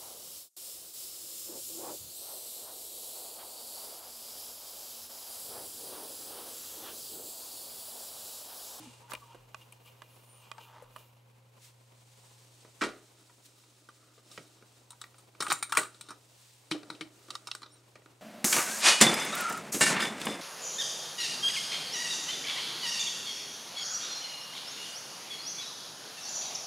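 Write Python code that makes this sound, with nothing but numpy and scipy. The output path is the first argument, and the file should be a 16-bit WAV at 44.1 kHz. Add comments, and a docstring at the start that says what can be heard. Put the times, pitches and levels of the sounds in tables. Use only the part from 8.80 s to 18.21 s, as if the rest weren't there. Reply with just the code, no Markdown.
"""Toy bricks taken apart by hand

In a small quiet room with a mains hum, a mount is shifted: it rubs, ticks and squeaks thinly. Then hands grip
a hollow model of plastic bricks, prise a cover off stud by stud, set it down on a plate and start on the next.
Blows and rubbing are noise bursts and grains that ring damped modes, and squeaks are gliding tones.
Skin, sleeves and air are bands of noise; the hum is steady tones, and feedback delays make the room."""
import sys
import numpy as np
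from scipy import signal
from scipy.io import wavfile
from scipy.ndimage import uniform_filter1d

SR = 44100
rng = np.random.default_rng(int(sys.argv[2]) if len(sys.argv) > 2 else 0)


def wav_record(signal):
    """Record a signal, one row per channel, as 16-bit PCM in the file named by sys.argv[1]."""
    frames = np.transpose(np.atleast_2d(signal))
    bounded = np.clip(frames, -1, 1)
    # unit amplitude maps onto the largest positive 16-bit level
    quanta = np.round(bounded * 32767).astype(np.int16)
    wavfile.write(sys.argv[1], SR, quanta)


N = 414981


def from_db(db):
    """Gain of a level in dB."""
    return 10 ** (np.asarray(db) / 20)


def rms_one(x):
    """Scaled to rms 1."""
    return x / np.sqrt(np.mean(x ** 2) + 1e-20)


def peak_one(x):
    """Scaled so that the loudest 7 ms have rms 1."""
    power = uniform_filter1d(x ** 2, size=300, axis=-1)
    return x / np.sqrt(power.max(axis=-1, keepdims=True))


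def butter(x, order, hz, kind):
    """Filters out the pitches outside a band, below a point or above it."""
    return signal.sosfilt(signal.butter(order, hz, kind, fs=SR, output="sos"), x)


def in_time(rows, fade=0.061):
    """Columns as sample curves, and a gate that fades out beyond the rows (fade in s)."""
    s, *columns = np.transpose(rows)
    t = np.arange(N) / SR
    gate = np.clip(1 + np.minimum(t - s[0], s[-1] - t) / fade, 0, 1)
    return [gate] + [np.interp(t, s, c) for c in columns]


def at_hz(points, hz):
    """A curve over pitch, read on a log-frequency axis."""
    points_hz, values = np.array(points).T
    return np.interp(np.log(hz), np.log(points_hz), values)


def drift(rate_hz):
    """Slow chance of spread 1: smoothed noise made at every 40th sample."""
    r = np.exp(-2 * np.pi * rate_hz * 40 / SR)
    white = rng.standard_normal(N // 40 + 2002)
    slow = signal.lfilter([1], [1, -2 * r, r * r], white)[2000:]
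    return np.interp(np.arange(N) / 40, np.arange(len(slow)), rms_one(slow))


def strokes(rows, steady):
    """Gains of all columns: strokes swell and die evenly in dB over steady stretches; powers add."""
    t, power = np.arange(0, N + 64, 64) / SR, 1e-20
    for s, rise, fall, *levels_db in rows:
        # rise and fall take 3 ms at least
        drop_db = 20 * np.maximum((s - t) / max(rise, .003), (t - s) / max(fall, .003))
        power = power + from_db(np.array(levels_db)[:, None] - drop_db) ** 2
    for start, end, *levels_db in steady:
        gate = np.clip(1 + np.minimum(t - start, end - t) / 0.03, 0, 1)
        power = power + (gate * from_db(levels_db)[:, None]) ** 2
    return [np.interp(np.arange(N) / SR, t, np.sqrt(p)) for p in power]


# How alike left and right are: pitch_hz, likeness (0 to 1)
STEREO_LIKENESS = [(30, 0.16), (120, 1), (500, 0.26), (2000, 0.29), (8000, 0.87), (15000, 1)]


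def banded_noise(spectrum, patchy_db, lowest, shine_db=0):
    """Half-octave bands of flickering stereo noise from lowest (Hz); shine lifts the bands above 10 kHz."""
    out, edges, together = 0, lowest * 2 ** np.arange(0, 9.9, .5), drift(25)
    white = rng.standard_normal((2, 2, N))
    for k, (low, high) in enumerate(zip(edges, edges[1:])):
        hz = np.sqrt(low * high)
        if hz < spectrum[0][0]:
            continue
        mid, side = butter(white[k % 2], 2, [low, high], "band")
        alike = np.clip(at_hz(STEREO_LIKENESS, hz), 0, 1)
        flicker_db = patchy_db * (together + 0.11 * drift(60))
        gain = from_db(at_hz(spectrum, hz) + flicker_db + shine_db * (hz > 10000))
        out = out + gain * (np.sqrt(1 + alike) * mid + np.sqrt(1 - alike) * side * [[1], [-1]])
    return rms_one(out)


# Tones of the hum: pitch_hz, relative_level_db
HUM_TONES = [(120.3, 3.5), (61, -28.5), (223, -29.5), (532, -12.5), (11100, -121), (11630, -32)]


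def hum():
    """Steady mains tones: pure sines, each starting at a random point of its swing."""
    t = np.arange(N) / SR
    out = 0
    for hz, db in HUM_TONES:
        out = out + np.sqrt(2) * from_db(db) * np.sin(2 * np.pi * (hz * t + rng.random()))
    return out


# Colour of the air: pitch_hz, relative_level_db (per Hz)
AIR_COLOUR = [(20, -17), (45, -34.5), (85, -7), (200, -10), (300, -1.5), (400, -37.5), (520, 25),
              (650, -10), (900, -6), (1440, -17.5), (2340, -14), (5000, -24), (10000, -26.5),
              (16000, -32.5)]
# Room tone as it rises and sinks: time_s, hum_gain_db, air_level_db
ROOM_TONE = [(0.0, -64, -61), (.8, -65.5, -63.5), (2.1, -65.5, -65.5), (3.8, -66, -65.5), (4.1, -71, -67),
             (4.9, -71.5, -70.5), (6.3, -69, -65), (7.7, -70.5, -68), (9.41, -69.5, -66.5)]


def room_tone():
    """Quiet air, a broad noise, with the hum; both change slowly in level."""
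    _, hum_db, air_db = in_time(ROOM_TONE)
    air = from_db(air_db) * banded_noise(AIR_COLOUR, patchy_db=2.1, lowest=24)
    return air + from_db(hum_db) * hum()


# Low jolts through mount and table: start_s, peak_db, pitch_hz
LOW_JOLTS = [(.335, -66, 60), (.555, -67, 38), (2.03, -69, 38), (4.03, -67, 45), (5.585, -56, 150),
             (6.61, -71, 60)]


def jolts(cycles=5.2):
    """Each jolt is a few cycles of deep wobble that swell and die."""
    t, out = np.arange(N) / SR, 0
    for s, peak_db, hz in LOW_JOLTS:
        turn = np.clip((t - s) * hz / cycles, 0, 30)
        swell = np.e * 3 * turn * np.exp(-3 * turn)
        out = out + from_db(peak_db) * swell * np.sin(2 * np.pi * cycles * turn)
    return out


def room(x):
    """Six feedback delays a side, like sound between walls, duller on every round."""
    t60_s, wall_cut_hz = 0.21, 4900
    out, dull = np.zeros((2, N)), np.exp(-2 * np.pi * wall_cut_hz / SR)
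    for k, lag in enumerate((rng.uniform(.009, 0.025, 12) * SR).astype(int)):
        loop, gain, state = x.copy(), from_db(-60 * lag / SR / t60_s), [0.]
        for i in range(lag, N, lag):
            back, state = signal.lfilter([gain * (1 - dull)], [1, -dull], loop[i - lag:i], zi=state)
            loop[i:i + lag] += back[:N - i]
        # only the echoes are kept, half of them turned over
        out[k % 2] += (loop - x) * (-1) ** (k // 2)
    return out


# Colour of skin and cloth: pitch_hz, relative_level_db (per Hz)
CLOTH_COLOUR = [(1200, -5), (2000, -1), (3000, 1.5), (4000, 3.5), (5700, 1.5), (8000, 3), (11400, -15),
                (16000, -14)]
# Skin, sleeves and studs brush past: peak_s, rise_s, fall_s (each over 20 dB),
# relative_level_db, relative_level_db above 10 kHz
BRUSHES = [(.04, 0.6, 0.31, -53, -50.5), (.31, 0.016, 0.032, -47.5, -31.5), (.37, 0.037, 0.37, -61.5, -49),
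           (.8, .15, 0.19, -64.5, -49), (.93, 0.055, 0.14, -64.5, -55), (1.08, 0.083, 0.057, -66, -44),
           (1.42, 0.71, .4, -66.5, -49), (1.62, 0.22, .3, -66.5, -50), (1.83, 0.1, 0.19, -74, -46),
           (2.19, 0.16, 0.21, -64, -45), (2.85, 0.081, 0.084, -52.5, -45), (3.4, 0.96, 9.5, -61, -56),
           (3.81, 0.037, 0.068, -60, -78), (4.04, 0.04, 0.063, -41, -50), (4.41, 0.1, 0.053, -77, -109),
           (4.66, 0.059, 0.026, -53, -44), (4.79, 0.13, 0.11, -63.5, -54.5), (5.53, 0.071, 0.25, -53, -48),
           (5.98, 0.37, 0.12, -66, -59), (6.24, 0.12, 0.083, -66, -49.5), (6.41, 0.19, 0.11, -66, -55.5),
           (6.71, 0.018, 0.035, -33, -27), (7.16, 0.24, 0.29, -63, -74), (7.35, .15, 0.12, -71, -67),
           (7.62, 0.49, 1.1, -59, -52), (7.912, 0.0015, 0.037, -37.5, -96), (8.14, 0.46, 0.22, -63.5, -69),
           (8.44, 0.38, 0.43, -59.5, -52.5), (8.55, 0.12, 0.097, -53.5, -52), (8.76, 0.21, 0.099, -55, -55),
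           (8.96, 0.27, 2.6, -68, -62.5)]
# A faint rustle beneath them: start_s, end_s, relative_level_db, relative_level_db above 10 kHz
FAINT_RUSTLE = [(0.0066, 7.5, -84.5, -68)]


def rustle():
    """Many tiny rubs of skin and sleeves blur into noise that swells with every brush."""
    brush, shine = strokes(BRUSHES, FAINT_RUSTLE)
    shine_db = 20 * np.log10(shine / brush)
    return brush * banded_noise(CLOTH_COLOUR, patchy_db=1.0, lowest=26.5, shine_db=shine_db)


def ring(push, hz, t60):
    """One damped mode; a small body radiates little bass below it."""
    r, w = from_db(-60 / (t60 * SR)), 2 * np.pi * hz / SR
    return signal.lfilter([1, 0, -1], [1, -2 * r * np.cos(w), r * r], push + 1e-18) / np.sqrt(t60)


# Borders of the thud, knock, clack and snap ranges: pitch_hz
BORDERS_HZ = [180, 600, 2400, 6200, 15500]


def by_range(push, modes, strength):
    """The body's modes summed into thud, knock, clack and snap."""
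    ranges = np.zeros((4,) + push.shape)
    for k, (hz, level_db, t60) in enumerate(modes):
        gain = from_db(level_db) * strength[..., k:k + 1]
        ranges[np.searchsorted(BORDERS_HZ, hz) - 1] += gain * ring(push, hz, t60)
    ranges[:3] = butter(ranges[:3], 3, [110, 9500], "band")   # lower modes carry no sizzle
    return ranges


def friction(gains, modes, per_s, grainy_db, spot_hz, focus_db):
    """Dense stick-slip grains ring the modes; knock modes lose focus_db per octave from the rubbed spot's pitch."""
    grains = (rng.random(N) < per_s / SR) * rng.standard_normal(N) * from_db(grainy_db * drift(18))
    mode_hz = np.array(modes)[:, 0]
    is_knock = (mode_hz > BORDERS_HZ[1]) * (mode_hz < BORDERS_HZ[2])
    octaves_off = abs(np.log2(mode_hz / spot_hz)) * is_knock
    lower_modes = [m for m in modes if m[0] < BORDERS_HZ[3]]
    ranges = by_range(grains, lower_modes, from_db(-focus_db * octaves_off))
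    return sum(gain * rms_one(part) for gain, part in zip(gains, ranges))


def favour(sounds, centre_hz, sharpness):
    """Each sound through a broad resonance at its own pitch."""
    filtered = []
    for x, hz in zip(sounds, centre_hz[:, 0]):
        filtered.append(signal.lfilter(*signal.iirpeak(hz, sharpness, fs=SR), x))
    return np.array(filtered)


def blows(events, modes, spiky_db, tail_t60, ring_db, focus_db, crack_hz, dull_hz):
    """Each blow is a dying rattle of tiny contacts with a tail, heard as a bare crack and through the modes."""
    rows, size = np.array(events), SR // 3
    peak_db, t60, knock_hz, clack_hz, tail_db = (rows[:, k:k + 1] for k in (1, 6, 7, 8, 10))
    t = np.arange(size) / SR
    shape = (len(rows), size)
    contacts = rng.standard_normal(shape) * from_db(spiky_db * rng.standard_normal(shape))
    decay = from_db(-60 * t / np.clip(t60, .002, .3)) + from_db(tail_db - 60 * t / tail_t60)
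    decay = decay + from_db(-0.5 - 60 * t / 0.013)   # extra force at the start
    rattle = contacts * decay * np.clip((t - .0009) / 0.0012, 0, 1)

    # the struck spot favours the knock and clack modes near its own pitches
    mode_hz = np.array(modes)[:, 0]
    spot_hz = np.where(mode_hz < BORDERS_HZ[2], knock_hz, clack_hz)
    octaves_off = abs(np.log2(mode_hz / spot_hz))
    octaves_off *= (mode_hz > BORDERS_HZ[1]) & (mode_hz < BORDERS_HZ[3])
    scatter_db = 2.5 * rng.standard_normal(octaves_off.shape)
    loss_db = np.minimum(focus_db * octaves_off, 12)   # far modes lose no more than 12 dB
    rung = by_range(rattle, modes, from_db(scatter_db - loss_db))

    bare = butter(rattle, 5, dull_hz, "low")
    borders = [BORDERS_HZ[0], crack_hz] + BORDERS_HZ[2:]
    crack = [butter(bare, 3, edges, "band") for edges in zip(borders, borders[1:])]
    crack[1] = favour(crack[1], knock_hz, 1.5)
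    crack[2] = favour(crack[2], clack_hz, 1.3)

    ranges = peak_one(peak_one(np.array(crack)) + from_db(ring_db)[:, None, None] * peak_one(rung))
    range_gains = from_db(rows[:, 2:6].T[:, :, None] + peak_db)
    fade_out = np.minimum((t[-1] - t) / 0.028, 1)
    sounds = np.sum(ranges * range_gains, axis=0) * fade_out
    out = np.zeros((2, N + size))
    for (s, *_, pan_db, _tail), sound in zip(rows, sounds):
        start = round(s * SR)
        out[:, start:start + size] += sound * from_db([[pan_db / 2], [-pan_db / 2]])
    return out[:, :N]


# Low creaks and thin squeaks, one list of points each: time_s, pitch_hz, level_db
SQUEAK_GLIDES = [
    [(0, 306, -55), (.05, 318, -57.5), (.07, 248, -53), (.1, 244, -62)],
    [(.015, 837, -70), (.045, 844, -57.5), (.08, 870, -70)],
    [(.22, 930, -69), (.25, 964, -55), (.28, 950, -77)],
    [(.395, 1190, -77), (.43, 1133, -52), (.45, 1160, -70)],
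    [(.435, 965, -58), (.48, 915, -65), (.52, 940, -58), (.54, 990, -63)],
    [(1.3, 10000, -72), (1.35, 10200, -71), (1.42, 9550, -82), (1.47, 9200, -69), (1.5, 9150, -63),
     (1.545, 9570, -62), (1.6, 9100, -67), (1.67, 7350, -85), (1.7, 7800, -79)],
    [(1.72, 8000, -79), (1.76, 8200, -73), (1.78, 8300, -75), (1.8, 8143, -79)],
    [(8.915, 9250, -79), (8.925, 9080, -57.5), (8.945, 9000, -61), (8.965, 8700, -75)],
    [(8.905, 5400, -75), (8.92, 5520, -71), (8.95, 5760, -72), (8.975, 5520, -74), (8.995, 5400, -78)],
    [(8.89, 3267, -76), (8.912, 3853, -70), (8.934, 4090, -77), (8.96, 4040, -70.5), (8.98, 3720, -70)],
    [(8.885, 6100, -74), (8.899, 6978, -76), (8.919, 7800, -72), (8.941, 8246, -86), (8.98, 7400, -86)],
]


def squeaks(waver_db=3, wobble=.003):
    """Near sines gliding in pitch, unsteady in level."""
    out = 0
    for rows in SQUEAK_GLIDES:
        gate, hz, level_db = in_time(rows, fade=0.0055)
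        level = gate * from_db(level_db + waver_db * drift(89))
        turns = np.cumsum(hz * (1 + wobble * drift(120))) / SR
        out = out + level * np.sin(2 * np.pi * turns)
    return np.sqrt(2) * out


# Modes of the mount: pitch_hz, relative_level_db, t60_s (time to die by 60 dB)
MOUNT_MODES = [(337, -10, 0.033), (503, -8, 0.058), (550, -10, 0.019), (632, 15.5, 0.044), (926, 18, 0.014),
               (1142, 12.5, 0.019), (1450, -3, 0.0086), (1960, 13, 0.02), (2444, 40.5, 0.019),
               (2800, 43.5, 0.016), (3060, 28.5, 0.038), (3600, 6, 0.03), (4700, 7, 0.017),
               (5940, 28, 0.001), (9300, 0, 0.00073), (10900, -23, .006)]
# Strokes of rubbing on the mount: peak_s, rise_s, fall_s (each over 20 dB), thud_db, knock_db, clack_db
MOUNT_RUBS = [(.06, 0.15, 0.24, -70, -66, -60.5), (.335, 0.05, 0.047, -74, -43.5, -76),
              (.53, 0.23, .12, -72, -60.5, -65), (.82, 0.051, 0.038, -69, -64, -57),
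              (1.08, 0.053, 0.056, -77, -64, -56.5), (1.25, 0.31, 0.47, -72, -89, -69),
              (1.66, 0.27, 0.1, -88, -64.5, -61.5), (1.81, 0.02, 0.095, -62, -61, -52),
              (1.98, 0.43, 0.17, -77, -55, -93), (2.19, 0.1, 0.1, -63.5, -65, -61.5)]
# A hand rests on the mount: start_s, end_s, thud_db, knock_db, clack_db
HAND_ON_MOUNT = [(0, 2.4, -77.5, -75.5, -78)]


def mount_rubbing():
    """The mount sticks and slips as it is shifted, and rings softly."""
    gains = strokes(MOUNT_RUBS, HAND_ON_MOUNT)
    return friction(gains, MOUNT_MODES, per_s=4000, grainy_db=1.0, spot_hz=960, focus_db=17.0)


# Ticks of the mount: start_s, peak_db, thud_db, knock_db, clack_db, snap_db (these four relative to the peak),
# rattle_t60_s, knock_hz, clack_hz, pan_db (left over right), tail_db (relative to the rattle)
MOUNT_TICKS = [(0.296, -45, -29, -7, -26, -13, 0.015, 1060, 4850, 5, -35),
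               (0.317, -45, -26, -1.5, -27, -22, 0.026, 930, 2440, -24, -35),
               (0.333, -28.5, -14, -14.5, -12, -11, 0.027, 920, 2520, 3.5, -35),
               (0.349, -32, -43, -19, -8.5, -18, 0.014, 935, 2650, 5, -35),
               (0.545, -43.5, -5.5, -20, -39, -23, 0.062, 1030, 2760, -5, -35),
               (0.744, -35.5, -46, -3.5, -12.5, -45, 0.019, 1220, 2430, -5.5, -35),
               (0.922, -41.5, -29, -20, -11.5, -9, 0.02, 975, 3200, 4, -35),
               (1.057, -50, -15, -14, -18, -15, 0.02, 961, 2880, 11, -35),
               (1.218, -42, -29, -3.5, -14, -17, 0.026, 1260, 2430, -6, -35),
               (1.714, -32, -48, -6.5, -11.5, -35, 0.0079, 1130, 2360, -4.5, -40),
               (1.78, -42, -32, -3.5, -36, -37, 0.041, 982, 2730, 6, -35),
               (1.811, -54, -20, -7, -25, -28, 0.02, 996, 2850, 13, -35),
               (2.021, -46.5, -1, -34, -38, -16, 0.09, 600, 3100, 4, -35),
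               (2.16, -41.5, -21, -0.5, -13.5, -14, 0.039, 1090, 2440, -5.5, -35)]
# Ring of the mount over the bare crack, in dB: thud, knock, clack, snap
MOUNT_RING_DB = [14, 9.8, 35, 26]


def mount_ticks():
    """Small knocks make the mount's modes ring briefly."""
    return blows(MOUNT_TICKS, MOUNT_MODES, spiky_db=4.0, tail_t60=0.065, ring_db=MOUNT_RING_DB,
                 focus_db=46, crack_hz=654, dull_hz=13500)


# Modes of the plate on the table: pitch_hz, relative_level_db, t60_s
PLATE_MODES = [(301.5, -2.5, 0.34), (325.7, 1, 0.24), (473, -8, 0.12), (625, 4, 0.23), (160, -13.5, 0.072)]
# The cover lands on the plate: start_s, relative_level_db
COVER_LANDINGS = [(7.911, -23), (8.03, -48), (8.1, -38), (8.207, -33)]


def plate(contact_s=0.0037):
    """A soft push sets the plate booming; its modes near 300 and 325 Hz beat."""
    push = np.zeros(N)
    for s, level_db in COVER_LANDINGS:
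        push[round(s * SR)] = from_db(level_db - 12.5)
    push = np.convolve(push, np.hanning(round(contact_s * SR)) / (contact_s * SR / 2))[:N]
    push = butter(push + 1e-18, 2, 110, "high")   # little deep bass
    # neighbouring modes start in opposite sense, so the boom swells first
    out = 0
    for k, (hz, db, t60) in enumerate(PLATE_MODES):
        out = out + (-1) ** k * from_db(db) * ring(push, hz, t60)
    return out


# Modes of the bricks and their plate: pitch_hz, relative_level_db, t60_s
BRICK_MODES = [(178.9, -2.5, 0.031), (290, -7.5, 0.016), (314, 6.5, 0.056), (375, 6, 0.031), (434, -5, .04),
               (517.4, -4.5, 0.17), (599.6, 1.5, 0.075), (862, -2, 0.03), (975, 1, 0.04), (1200, 7, .035),
               (1270, 6, .028), (1350, 8, .03), (1435, 3, .1), (1890, 9, 0.02), (2200, 6, 0.022),
               (2330, 7, .018), (2734, -4, 0.032), (3070, -2.5, 0.018), (3520, -13.5, 0.012),
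               (3775, 4, 0.013), (3985, -6, 0.029), (4450, -14.5, 0.01), (5100, -6, 0.015),
               (5280, -2, 0.02), (7290, 7, 0.022), (7820, 5, 0.02), (8200, 4, .012), (8440, 9, 0.018),
               (8700, 9, 0.015), (8880, 10, 0.018), (9110, 8, .018), (10400, -4, .012),
               (11100, -5.5, 0.0056), (14160, -14, 0.0016)]
# Fingers and studs slide over the bricks: peak_s, rise_s, fall_s (each over 20 dB), thud_db, knock_db, clack_db
FINGER_STROKES = [(4.035, 0.014, 0.082, -40.5, -35.5, -74), (4.12, 0.12, 0.14, -47.5, -57, -85),
                  (4.42, 0.098, 0.14, -68, -72, -73), (4.78, .15, 0.35, -77, -74.5, -70.5),
                  (5.27, 0.5, 0.25, -72, -71, -94), (5.55, 0.24, 0.83, -64.5, -69.5, -67),
                  (6.622, 0.022, 0.05, -40.5, -41, -42), (6.8, 0.34, 0.87, -61, -78, -81),
                  (7.02, 0.13, 0.052, -76, -39.5, -71.5), (7.27, 0.051, .1, -78, -65, -61),
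                  (7.95, 0.041, 0.049, -42, -70, -72), (8.05, 0.22, 0.88, -56.5, -71, -76.5),
                  (8.54, 0.17, 0.24, -61, -64, -82)]
# Hands rest on the bricks: start_s, end_s, thud_db, knock_db, clack_db
HANDS_ON_BRICKS = [(3.655, 7.49, -72, -92.5, -91), (8.3, 9.397, -69.5, -76.5, -94.5)]


def finger_rubbing():
    """Fingers and studs stick and slip on the hollow model, waking knock modes mostly near 1200 Hz."""
    gains = strokes(FINGER_STROKES, HANDS_ON_BRICKS)
    return friction(gains, BRICK_MODES, per_s=3300, grainy_db=2.5, spot_hz=1200, focus_db=70)


# Bricks gripped, unsnapped and set down: start_s, peak_db, thud_db, knock_db, clack_db, snap_db (these four
# relative to the peak), rattle_t60_s, knock_hz, clack_hz, pan_db (left over right), tail_db (to the rattle)
BRICK_CLICKS = [(3.847, -48, -5.5, -8.5, -20, -29, 0.024, 960, 5870, 0.0, -9),
                (4.0095, -29.5, -33, -3.5, -17, -47, 0.03, 1720, 2880, -6.5, 10),
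                (4.015, -24.5, -6.5, -4, -25, -42, 0.032, 1370, 2510, 1.5, -14),
                (4.021, -28.5, -6, -4, -22, -36, 0.042, 950, 3100, -1, -14),
                (4.027, -29, -5, -8, -28, -27, 0.036, 700, 3100, 1, -22),
                (4.035, -23.5, -13, -7.5, -15.5, -45, 0.026, 1680, 2720, 1, -8),
                (4.043, -29, -4, -9, -30, -39, 0.026, 1520, 2890, -1, -29),
                (4.06, -37, -1, -23, -26, -46, 0.055, 990, 3010, 1, -28),
                (4.087, -41, 0, -14, -28, -40, 0.023, 650, 3000, -2, -15),
                (4.494, -54, -41, -4.5, -29, -33, 0.065, 970, 2470, -0.5, -27),
                (4.835, -57, -29, -8, -17, -24, 0.03, 970, 3590, -3, -22),
                (5.087, -42, -15, -6.5, -20, -20, 0.039, 1180, 3100, -1.0, -25),
                (5.377, -51, -6.5, -11.5, -15, -32, 0.059, 1210, 2400, 2, -22),
                (5.513, -40.5, -18, -21, -11.5, -18, 0.054, 1170, 5410, -1, -15),
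                (5.575, -34.5, -10, -7, -30, -32, 0.035, 1080, 4160, -2, -18),
                (5.823, -50, -5.5, -8.5, -29, -28, 0.048, 970, 4910, 0, -25),
                (6.104, -34.5, -41, -20.5, -16.5, -12.5, 0.019, 1040, 3840, 2, -24),
                (6.117, -45, -40, -16, -15, -9, .02, 1200, 3900, 0, -25),
                (6.128, -49, -26, -5.5, -23, -25, .03, 980, 3800, 1, -25),
                (6.213, -32, -35, -13.5, -12, -11, 0.029, 1260, 3680, 2, -20),
                (6.238, -40.5, -19, -5, -18, -35, 0.022, 1890, 3780, -2, -25),
                (6.342, -56, -28, -2, -25, -31, 0.027, 980, 4200, 0.0, -30),
                (6.381, -48.5, -20, -12, -15, -8.5, 0.09, 620, 4300, 2, -16),
                (6.548, -52.5, -10, -4, -36, -34, 0.047, 630, 2400, -1.0, -22),
                (6.603, -24, -14, -9.5, -9, -11.5, 0.07, 1020, 4550, 2, -26),
                (6.622, -22, -46, -9.5, -18, -11, 0.029, 1250, 3070, 2, -9.5),
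                (6.665, -29.5, -38, -2, -40, -16, 0.025, 1260, 2420, 0.0, -14.5),
                (6.68, -27.5, -18.5, -30, -16, -14, 0.041, 1200, 2900, 1, -4),
                (6.7, -20.5, -20, -7.5, -12, -17, 0.035, 1230, 3800, -2, -7),
                (6.708, -26, -25, -6, -14, -14, .02, 2220, 3100, 4, -21),
                (6.7175, -16, -26, -4, -30, -21, 0.017, 2070, 4200, 1, -26),
                (6.723, -20.5, -25, -15, -15.5, -5, 0.025, 1260, 2700, 2, -17.5),
                (6.788, -45, -26, -15, -12, -2, 0.03, 1210, 2430, 3, -31),
                (6.825, -19.5, -32, -11.5, -16, -10, 0.038, 2210, 3460, 1.5, -18),
                (6.893, -44, -18, -5, -11, -6, 0.026, 1220, 3980, 1.5, 9),
                (6.921, -20.5, -55, -5.5, -17, -12.5, 0.03, 1310, 2570, 2, -17.5),
                (6.949, -28, -44, -6, -14, -11.5, 0.035, 1330, 2700, -2.5, -11.5),
                (6.9665, -34, -30, -3, -25, -29, .03, 1310, 2700, 6, -25),
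                (6.9698, -13.5, -38, -4.5, -18, -10, 0.032, 2110, 2740, 2, -27),
                (6.975, -16, -15.5, -10.5, -15, -10, 0.023, 1350, 2700, 0.5, -11),
                (6.984, -24.5, -14, -4, -28, -16, 0.035, 1930, 3800, -3.5, -20),
                (6.992, -28, -25, -6, -24.5, -16, 0.046, 1450, 2620, -3, -2),
                (7.031, -33.5, -23, -22, -10.5, -11, 0.035, 1440, 2800, 1, -28),
                (7.052, -43, -34, -6, -25, -23, 0.033, 1440, 3800, 0, -8),
                (7.143, -44, -17, -17, -13, -20, 0.04, 1320, 3640, 0.0, -7),
                (7.209, -33, -48, -15, -12.5, -10.5, 0.027, 2280, 4020, 2.5, -18),
                (7.285, -34.5, -19, -14.5, -16.5, -18, 0.092, 1200, 3780, 2, -8),
                (7.304, -32.5, -16, -9, -18.5, -15.5, 0.074, 1160, 5100, -2, -22),
                (7.912, -22.5, -16, -7.5, -11.5, -20, 0.022, 2165, 3870, 3, -20.5),
                (7.918, -29, -15, -14, -3.5, -29, 0.027, 1250, 3040, 4, -17),
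                (8.03, -41, -12, -11, -15, -22, 0.024, 1400, 3820, 3.5, -28),
                (8.1, -29.5, -15.5, -6.5, -11, -19.5, 0.017, 1070, 3730, 2.5, -20),
                (8.148, -51, -24, -20, -2, -27, 0.035, 1920, 2710, 1, -15),
                (8.208, -27.5, -18.5, -10, -11, -20.5, 0.046, 2220, 2940, 3.5, -17),
                (8.482, -46, -9, -10, -19, -29, 0.038, 1190, 2490, 1, -11),
                (8.503, -28, -33, -13.5, -9.5, -17.5, 0.044, 1110, 4260, -2.5, -31),
                (8.551, -28, -29, -10, -9.5, -17.5, 0.024, 1090, 4660, -1.5, -34),
                (8.67, -31.5, -23, -10, -8, -14, 0.052, 1100, 4500, -2, -36),
                (8.684, -42, -18, -2.5, -21, -35, 0.023, 930, 3800, 3.5, -32),
                (8.713, -26, -51, -15.5, -4.5, -20, 0.018, 1190, 4080, -2, -33),
                (8.749, -28.5, -24, -11, -13.5, -13.5, 0.015, 1100, 4150, 1, -25),
                (8.817, -40, -17, -9, -15, -17, 0.024, 1190, 3890, 2, -22),
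                (8.829, -38.5, -21, -8, -8, -44, 0.026, 1130, 3600, -2.5, -17),
                (8.86, -43.5, -14.5, -13, -8.5, -41, 0.028, 1190, 3720, 1, -23),
                (9.154, -45, -7, -6, -28, -44, 0.047, 1890, 3560, 0.5, -22),
                (9.218, -51.5, -9, -11, -38, -38, 0.03, 1450, 2410, 0.0, -17),
                (9.258, -47.5, -8.5, -6.5, -24, -38, 0.026, 724, 3400, 0.0, -30)]
# Ring of the bricks over the bare crack, in dB: thud, knock, clack, snap
BRICKS_RING_DB = [3, 9, 2, 10]


def brick_clicks():
    """Gripped, parting and landing bricks knock together and ring as hollow plastic."""
    return blows(BRICK_CLICKS, BRICK_MODES, spiky_db=2.0, tail_t60=0.24, ring_db=BRICKS_RING_DB,
                 focus_db=49, crack_hz=750, dull_hz=10680)


def scene():
    """Blows, rubbing and squeaks in the room, over rustle, jolts, air and hum."""
    near = mount_ticks() + brick_clicks() + mount_rubbing() + finger_rubbing() + squeaks() + plate()
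    echoes = from_db(-20) * room(near.mean(axis=0))
    return near + echoes + rustle() + jolts() + room_tone()


def record(dry):
    """The treble is cut steeply above 15750 Hz."""
    return signal.sosfilt(signal.ellip(12, .5, 70, 15750, fs=SR, output="sos"), dry)


dry = scene()
out = record(dry)
wav_record(out)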